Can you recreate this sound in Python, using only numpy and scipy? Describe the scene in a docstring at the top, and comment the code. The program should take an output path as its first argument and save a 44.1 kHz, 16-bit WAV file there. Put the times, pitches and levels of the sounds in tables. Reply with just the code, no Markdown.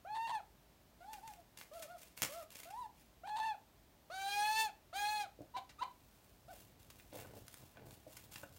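"""A small, quiet, furnished room. On a cloth-covered table a tame magpie calls in arching notes,
murmurs while it shakes a curl of paper, then begs twice with its beak wide open. Further off, on the
carpet, it gives two chirps and tugs at a spread of cords, which rustle and bump. The voice is a stack
of harmonics from the syrinx, coloured by the beak; the rustles are tiny creases and fibres slipping.
The microphone also picks up the short echo of the room and a faint rumble of air."""
import sys
import numpy as np
from scipy import signal
from scipy.fft import rfft, irfft, next_fast_len
from scipy.io import wavfile

SR = 44100
rng = np.random.default_rng(int(sys.argv[2]) if len(sys.argv) > 2 else 0)


def materialize(psi):
    """Save the field psi as 16-bit PCM at rate SR to the path in sys.argv[1].

    A 1-D psi becomes a single channel; in a 2-D psi each row is a channel.
    """
    bounded = np.clip(np.atleast_2d(psi).T, -1, 1)
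    quanta = np.round(bounded * 32767).astype(np.int16)
    wavfile.write(sys.argv[1], SR, quanta)


N = 378378
CUTOFF_HZ = 15850


# Full calls from the table. Each row: start, end and swell time in seconds; early pitch, late pitch and
# mid-call bulge in Hz; level, early overtones, late overtones and last push in dB; period doubling and
# cycle jitter in radians.
CALLS = [(0.048, 0.41, 0.15, 788.4, 880, 77.5, -40.5, -21, -13.5, -3, 0, 0.0067),
         (3.234, 3.555, 0.17, 821, 912, 4.5, -39.5, -17, -17.5, 0.5, 0, 0.0067),
         (4.099, 4.703, 0.23, 748, 917.4, 0, -39.5, -8, -6, 3.5, .1, 0.018),
         (4.927, 5.27, .035, 784, 835.5, 36.5, -42, -6, -7, -1, 0.085, .035)]
# Where the voice cracks. Each row: start and end in seconds, roughness from 0 to 1.
HOARSE_SPANS = [(.146, .18, .7), (.271, .319, .9), (.342, .358, .4), (3.266, 3.3, .85), (3.358, 3.406, .75),
                (3.42, 3.49, .25)]
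# The open beak colours the overtones. Each row: frequency in Hz, gain in dB.
OPEN_BEAK = [(1300, 0), (1700, -11), (2100, -8), (2600, -3.5), (3400, -6.5), (4350, -2), (5100, -15.5),
             (6300, -9), (7100, -11.5), (7700, -26), (8700, -7), (10500, -21), (15500, -12.5)]

def calls(scoop_s=.014, sag_s=.025, release_s=0.048, break_s=0.0027, swell_db=12, release_db=18):
    """Open-beaked calls arch in pitch; hoarseness moves power from the fundamental to the overtones."""
    out = np.zeros(N)
    for (start, end, swell_s, early_hz, late_hz, bulge_hz,
         db, early_db, late_db, push_db, doubling, jitter) in CALLS:
        t = np.arange(start, end, 1 / SR)
        along = (t - start) / (end - start)
        arch = early_hz + (late_hz - early_hz) * along + bulge_hz * (1 - (2 * along - 1) ** 2)
        scoop, sag = np.exp((start - t) / scoop_s), np.exp((t - end) / sag_s)
        rough = sum(depth * np.clip(np.minimum(t - a, b - t) / break_s, 0, 1)
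                    for a, b, depth in HOARSE_SPANS)
        crack = rough * (.03 + .055 * slow_noise(113, len(t)))   # the pitch jumps up and warbles
        pitch = arch * (1 - .25 * scoop - .3 * sag + crack)
        onset_db = swell_db * np.minimum((t - start) / swell_s - 1, 0) + first_puff_db(t - start)
        fade_db = release_db * np.minimum((end - t) / release_s - 1, 0)
        # a last push changes the brightness just before the call falls away
        surge_db = push_db * np.exp(-((end - 0.097 - t) / 0.028) ** 2)
        loud_db = db + onset_db + fade_db + 0.3 * surge_db - 2 * rough
        bright_db = early_db + (late_db - early_db) * along - 9.5 * (scoop + sag) + surge_db + rough
        add(out, start, syrinx(t, pitch, loud_db, bright_db, OPEN_BEAK, jitter,
                               hiss_db=-8, second_db=3, rough=rough, doubling=doubling))
    return out


# Soft notes, mostly at the table. 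Each row: start, peak and end in seconds, peak pitch in Hz, glide on
# either side in octaves per second, relative level and overtones in dB.
MURMURS = [(1.004, 1.115, 1.2, 892, 4.35, -49.5, -0.5), (1.229, 1.264, 1.325, 911, 4.6, -50, 0.5),
           (1.322, 1.335, 1.425, 733, 2.2, -58, -26), (1.713, 1.763, 1.795, 687, 8.4, -48, -3),
           (1.799, 1.813, 1.868, 656, 6.2, -49, -13), (1.876, 1.925, 1.975, 721, 6.3, -50, -2.5),
           (2.291, 2.378, 2.435, 690, 5.5, -45.5, -4), (2.654, 2.799, 2.87, 1006, 5.3, -43, -2.5),
           (6.48, 6.506, 6.545, 758, 23.4, -50, 0)]
# The closed beak muffles the overtones. Each row: frequency in Hz, gain in dB.
CLOSED_BEAK = [(1100, -7), (1400, -8), (1700, -22), (2200, -26), (2900, -26), (3900, -25.5), (4800, -28),
               (9000, -65)]

def murmurs(turn_s=.02, db_per_octave=16):
    """Closed-beaked notes glide up, turn over and glide down, softer the lower they are."""
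    out = np.zeros(N)
    for start, peak, end, peak_hz, glide, db, overtones_db in MURMURS:
        t = np.arange(start, end, 1 / SR)
        octaves_down = glide * (np.hypot(t - peak, turn_s) - turn_s)
        loud_db = db - db_per_octave * octaves_down + first_puff_db(t - start)
        add(out, start, syrinx(t, peak_hz * 2 ** -octaves_down, loud_db, overtones_db, CLOSED_BEAK,
                               jitter=0.048, hiss_db=-22, second_db=-1.5))
    return out


# Two chirps from the carpet, further off. Each row: start, end and attack in seconds, first pitch in Hz,
# glide in octaves per second, level and overtones in dB, roughness from 0 to 1.
CHIRP_GLIDES = [(5.537, 5.575, 0.016, 939, 4, -43.5, -19.5, 0.08),
                (5.563, 5.592, 0.0022, 798, -3.5, -45.5, -10, 0.37),
                (5.782, 5.812, 0.0099, 1157, 9.5, -52.5, -10.5, 0.1),
                (5.807, 5.835, 0.013, 900, 8, -37.5, -16, 0.14),
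                (5.831, 5.842, 0.0023, 828, -4, -44, -10, 0.6)]

def chirps(rise_db=17):
    """Each chirp is a few quick glides, with the voice breaking downwards between them."""
    out = np.zeros(N)
    for start, end, attack_s, hz, glide, db, overtones_db, rough in CHIRP_GLIDES:
        t = np.arange(start, end, 1 / SR)
        pitch = hz * 2 ** (glide * (t - start))
        loud_db = db + rise_db * np.minimum((t - start) / attack_s - 1, 0)
        add(out, start, syrinx(t, pitch, loud_db, overtones_db, OPEN_BEAK,
                               jitter=0.12, hiss_db=-30, second_db=-5, rough=rough))
    return out


# Smooth hiss and hoarse rasp in the voice. Each row: frequency in Hz, relative density in dB.
HISS_COLOUR = [(1500, -16), (4300, 7), (5200, 1), (9000, 5), (15000, -4)]
RASP_COLOUR = [(400, -45), (900, -15.5), (4400, 1.5), (5200, -15), (9000, -14), (15000, -31)]

def syrinx(t, pitch, db, overtones_db, beak, jitter, hiss_db, second_db, rough=0, doubling=0):
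    """One note from the vibrating membranes: a harmonic stack whose overtones grow with effort."""
    waver = (0.0051 + 0.0273 * rough) * slow_noise(88.6, len(t))
    phase = 2 * np.pi * np.cumsum(pitch * (1 + waver)) / SR
    # cycles alternately long and short put lines halfway between the harmonics
    phase += doubling * np.sin(phase / 2)
    # uneven cycles smear the high harmonics most
    phase += (jitter + .07 * rough) * slow_noise(600, len(t))
    voice = np.sin(phase)
    for k in range(2, int(CUTOFF_HZ / pitch.mean()) + 2):
        # the higher an overtone, the more it depends on effort
        effort_db = overtones_db * (1 + 0.78 * np.log(k / 4)) + second_db * (k == 2)
        flutter_db = 3 * slow_noise(19.6, len(t))
        gain = from_db(at_hz(beak, k * pitch) + effort_db + flutter_db) * (1 - rough / 4)
        voice += gain * np.sin(k * phase + rng.uniform(0, 2 * np.pi)) * (k * pitch < SR / 2)
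    # air hisses through on each opening of the membranes, and rasps when they flap irregularly
    puffs = (1 + np.sin(phase)) * (1 + .5 * np.sin(phase / 2)) * rng.standard_normal(len(t))
    hiss = from_db(1.4 * overtones_db + hiss_db) * coloured(puffs, HISS_COLOUR)
    rasp = from_db(overtones_db + 1) * rough * coloured(puffs, RASP_COLOUR)
    shimmer = 1 + .4 * rough * slow_noise(120, len(t))
    fades = np.clip(np.minimum(t - t[0], t[-1] - t) / 0.0037, 0, 1)
    return np.sqrt(2) * from_db(db) * fades * shimmer * (voice + hiss + rasp)


def first_puff_db(age_s, lift_db=4, decay_s=0.0066):
    """The first puff of a note is a little stronger."""
    return lift_db * np.exp(-age_s / decay_s)


# Sharp snaps of paper and beak. Each row: time in seconds, relative level in dB, decay in seconds,
# top edge in Hz.
SNAPS = [(1.131, -45, 0.0033, 15000), (1.139, -46, 0.0012, 4000), (1.276, -49, 0.0028, 10700),
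         (1.336, -50, 0.0014, 14000), (1.573, -46.5, 0.0024, 14000), (1.586, -47.5, 0.0025, 12300),
         (1.6125, -41.5, 0.00098, 2650), (1.821, -44.5, 0.0093, 17200), (2.1763, -37.5, 0.00063, 12100),
         (2.22, -21, 0.00079, 19000), (2.225, -36, 0.00096, 15000), (2.228, -27.5, 0.0021, 18000),
         (2.233, -28.5, 0.0024, 9000), (2.2491, -29.5, 0.00088, 10900), (2.504, -49, 0.0017, 15000),
         (2.526, -53, 0.0018, 15000), (2.555, -45.5, .002, 9000), (2.632, -47.5, 0.0034, 14000),
         (2.702, -53, 0.0059, 12100), (5.418, -57, 0.0011, 14000), (5.691, -55, 0.01, 5830),
         (6.901, -50, 0.0043, 15000), (6.998, -50.5, 0.0014, 3180), (7.481, -43, 0.0011, 14000),
         (7.542, -41, 0.00054, 12000), (7.77, -52.5, 0.0018, 2400), (7.908, -51, 0.0018, 8860),
         (8.167, -46, 0.0049, 15100), (8.319, -53, .005, 12000), (8.358, -43, .0025, 7040)]

def snaps():
    """Paper buckles and the beak clicks: brief bursts of noise with a papery ring."""
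    cracks = np.zeros(N)
    t = np.arange(SR // 10) / SR
    for start, db, decay_s, top_hz in SNAPS:
        envelope = np.exp(-t / decay_s) * (1 - np.exp(-t / (0.62 * decay_s)))
        noise = rms_one(low_pass(rng.standard_normal(len(t)), top_hz))
        add(cracks, start, from_db(db) * noise * envelope / envelope.max())
    return 0.63 * cracks + 0.36 * resonance(cracks, 2420, 1250) + 0.15 * resonance(cracks, 6500, 1600)


# The paper moves on the table. Each row: start and end in seconds, relative level in dB.
PAPER_SHAKES = [(1.11, 1.17, -66), (1.25, 1.36, -73.5), (1.565, 1.64, -65), (1.71, 1.87, -65.5),
                (1.96, 2.07, -67), (2.16, 2.21, -55.5), (2.225, 2.275, -52.5), (2.28, 2.38, -59),
                (2.497, 2.64, -62.5), (2.67, 2.8, -77), (2.94, 3.04, -75.5)]
# Its rustle. Each row: frequency in Hz, relative density in dB.
PAPER_COLOUR = [(150, -14), (600, 2), (1300, -5.5), (2400, 2.5), (4000, -1.5), (5000, -0.5), (7000, -0.5),
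                (10000, -1), (16000, -1)]

def paper_rustle():
    """Creases slip as the bird nudges and shakes the curl of paper."""
    return rustle(PAPER_SHAKES, PAPER_COLOUR, slips_per_s=1100, spread_db=2, smooth_db=-2,
                  attack_s=.025, release_s=.085)


# The cords stir on the carpet, further off. Each row: start and end in seconds, relative level in dB.
CORD_PICKS = [(5.9, 6.47, -73), (6.5, 6.64, -62.5), (6.79, 6.83, -66), (6.9, 7.1, -66.5),
              (7.125, 7.24, -58.5), (7.33, 7.42, -62.5), (7.48, 7.66, -62.5), (7.85, 7.98, -64),
              (8.07, 8.26, -61.5), (8.3, 8.41, -58), (8.52, 8.58, -64.5)]
# Their rustle. Each row: frequency in Hz, relative density in dB.
CORD_COLOUR = [(200, 4), (1200, 3), (2000, 2), (3200, 5.5), (5000, 2.5), (8000, 4.5), (11000, 3),
               (16000, 6.5)]

def cord_rustle():
    """Fibres slip as the beak picks through the cords."""
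    return rustle(CORD_PICKS, CORD_COLOUR, slips_per_s=2500, spread_db=4, smooth_db=-3.5,
                  attack_s=0.0067, release_s=0.13)


def rustle(moves, spectrum, slips_per_s, spread_db, smooth_db, attack_s, release_s):
    """Tiny random slips come in clumps over a smooth hiss, swelling with each movement."""
    sizes = from_db(spread_db * np.minimum(rng.exponential(1, N), 4)) * rng.choice([-1, 1], N)
    slips = rms_one(sizes * (rng.random(N) < slips_per_s / SR))
    grains = slips + from_db(smooth_db) * rng.standard_normal(N)
    clumps = from_db(3.34 * slow_noise(71))
    motion = np.max([stroke(start, end, db, attack_s, release_s) for start, end, db in moves], axis=0)
    return motion * coloured(grains * clumps, spectrum)


def stroke(start, end, db, attack_s, release_s, arch_db=5):
    """Gain of one movement: it builds, is strongest in its middle and lets go."""
    out, t = np.zeros(N), np.arange(start, end + release_s, 1 / SR)
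    off_middle = np.minimum((2 * (t - start) / (end - start) - 1) ** 2, 1)
    fades = np.clip(np.minimum((t - start) / attack_s, 1 - (t - end) / release_s), 0, 1)
    add(out, start, from_db(db + arch_db * (.5 - off_middle)) * fades)
    return out


# Dull bumps, mostly down on the carpet. Each row: time in seconds, relative level in dB, top edge in Hz.
BUMPS = [(2.229, -43.5, 400), (5.389, -49, 580), (5.406, -43.5, 655), (7.128, -49, 1100),
         (7.143, -45.5, 980), (7.159, -45, 900), (7.186, -51.5, 1150), (7.248, -51, 1500),
         (7.368, -50, 685), (7.77, -52, 1700), (8.066, -46.5, 636), (8.433, -43.5, 1870)]
# What a bump sets ringing. Each row: frequency and width in Hz, gain in dB.
BUMP_MODES = [(127, 130, -3), (324, 54, 4.5), (580, 120, 9), (690, 34, -1.5), (900, 320, -7),
              (1470, 130, 7), (2750, 170, 17)]

def bumps(settle_s=0.011, rub_db=-22):
    """Soft blows ring the low modes; harder ones reach the higher modes."""
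    out = np.zeros(N)
    t = np.arange(SR // 10) / SR
    for start, db, top_hz in BUMPS:
        # one firm push, then a little rubbing as the contact settles
        contact = (t == 0) + from_db(rub_db) * np.exp(-t / settle_s) * rng.standard_normal(len(t))
        push = low_pass(contact, top_hz, order=6)
        body = sum(from_db(mode_db) * resonance(push, hz, width) for hz, width, mode_db in BUMP_MODES)
        strength = np.sqrt(np.sum(body ** 2) / (0.013 * SR))   # rms as if packed into 13 ms
        add(out, start, from_db(db - 11.5) * body / strength)
    return out


# Tugs drag the cords along the floor. Each row: start and end in seconds, relative level in dB,
# top edge at the start in Hz.
TUGS = [(6.25, 7.103, -70.5, 750), (7.116, 7.425, -59, 3040), (7.583, 7.665, -62.5, 900),
        (7.735, 7.958, -61, 1760), (8.086, 8.59, -69.5, 790)]
# The scrape of the carpet. Each row: frequency in Hz, relative density in dB.
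SCUFF_COLOUR = [(40, -1.5), (90, 6.5), (200, -5), (420, -3), (700, -3), (1100, -11), (3500, -1.5)]

def carpet_scuff(slips_per_s=220, smooth_db=-7, slow_drag_hz=564):
    """The cords stick and slip over the carpet; each tug scrapes brightly, then dulls as it slows."""
    slips = rms_one((rng.random(N) < slips_per_s / SR) * rng.standard_normal(N))
    scrape = coloured(slips + from_db(smooth_db) * rng.standard_normal(N), SCUFF_COLOUR)
    times, top_hz = np.transpose([point for start, end, _, hz in TUGS
                                  for point in ((start, hz), (end, slow_drag_hz))])
    log_top = np.interp(np.arange(N) / SR, times, np.log(top_hz))
    # the top edge moves by crossfading four low-passes
    edges_hz = np.geomspace(400, 4000, num=4)
    position = np.interp(log_top, np.log(edges_hz), np.arange(len(edges_hz)))
    blend = sum(np.maximum(1 - abs(position - k), 0) * rms_one(low_pass(scrape, hz, order=3))
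                for k, hz in enumerate(edges_hz))
    motion = sum(stroke(start, end, db, attack_s=0.004, release_s=0.068) for start, end, db, _ in TUGS)
    return blend * motion


def room_echo(x, gap_s=0.00089, split_hz=3000, low_t60_s=0.25, treble_t60_s=0.13):
    """Dense reflections reach the microphone after a short gap; the treble dies first."""
    t = np.arange(SR // 2) / SR
    white = rng.standard_normal(len(t))
    low = low_pass(white, split_hz, order=1)
    tail = low * from_db(-60 * t / low_t60_s) + (white - low) * from_db(-60 * t / treble_t60_s)
    tail *= t > gap_s
    return signal.fftconvolve(x, tail / np.sqrt(np.sum(tail ** 2)))[:N]


# Room tone all round the microphone. Each row: frequency in Hz, relative density in dB.
AIR_COLOUR = [(25, -51), (38, -10.5), (52, -1), (70, -7.5), (130, -10.5), (350, -15), (500, -20),
              (630, -16), (1300, -25), (2600, -28), (4000, -29), (10000, -35), (14000, -31.5), (15800, -31)]

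def room_tone(db=-66.5):
    """Still air: a faint, steady rumble with a trace of hiss."""
    return from_db(db) * coloured(rng.standard_normal(N), AIR_COLOUR)


def from_db(db):
    return 10 ** (np.asarray(db) / 20)


def rms_one(x):
    return x / np.sqrt(np.mean(x ** 2) + 1e-20)


def low_pass(x, hz, order=2):
    return signal.sosfilt(signal.butter(order, min(hz, SR / 2 - 1), fs=SR, output="sos"), x)


def slow_noise(hz, size=N):
    """Random wavering up to the given rate; rms 1."""
    return rms_one(low_pass(rng.standard_normal(size), hz))


def at_hz(spectrum, hz):
    """A spectrum's dB at any frequency."""
    points_hz, db = np.transpose(spectrum)
    return np.interp(np.log(hz + 1), np.log(points_hz), db)


def coloured(x, spectrum):
    """Shape a noise by a spectrum; rms 1."""
    size = next_fast_len(len(x))
    hz = np.arange(size // 2 + 1) * SR / size
    return rms_one(irfft(rfft(x, size) * from_db(at_hz(spectrum, hz)), size)[:len(x)])


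def resonance(x, hz, width_hz):
    """Two-pole resonance with gain 1 at its peak."""
    r = np.exp(-np.pi * width_hz / SR)
    gain = (1 - r * r) / 2
    return signal.lfilter([gain, 0, -gain], [1, -2 * r * np.cos(2 * np.pi * hz / SR), r * r], x + 1e-18)


def add(out, start_s, sound):
    """Mix a sound in at a time."""
    start = int(start_s * SR)
    out[start:start + len(sound)] += sound[:max(N - start, 0)]


def scene():
    """What reaches one microphone: the voice, the bird's handling noises, their echo and the air."""
    calling, murmuring, chirping = calls(), from_db(-4.5) * murmurs(), chirps()
    handling = (from_db(3.5) * paper_rustle() + from_db(-1.64) * cord_rustle()
                + from_db(-1) * carpet_scuff() + from_db(-0.5) * snaps() + from_db(5) * bumps())
    echo = room_echo(from_db(-8.5) * calling + from_db(-7) * murmuring
                     + from_db(-6.5) * chirping + from_db(-6) * handling)
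    return (calling + murmuring + chirping + handling + echo + room_tone())[None]


def record(dry):
    """The microphone drops the deepest bass; the top is cut steeply."""
    thin = signal.sosfilt(signal.butter(2, 30, "high", fs=SR, output="sos"), dry)
    return signal.sosfilt(signal.ellip(10, .1, 70, CUTOFF_HZ, fs=SR, output="sos"), thin)


dry = scene()
out = record(dry)
materialize(out)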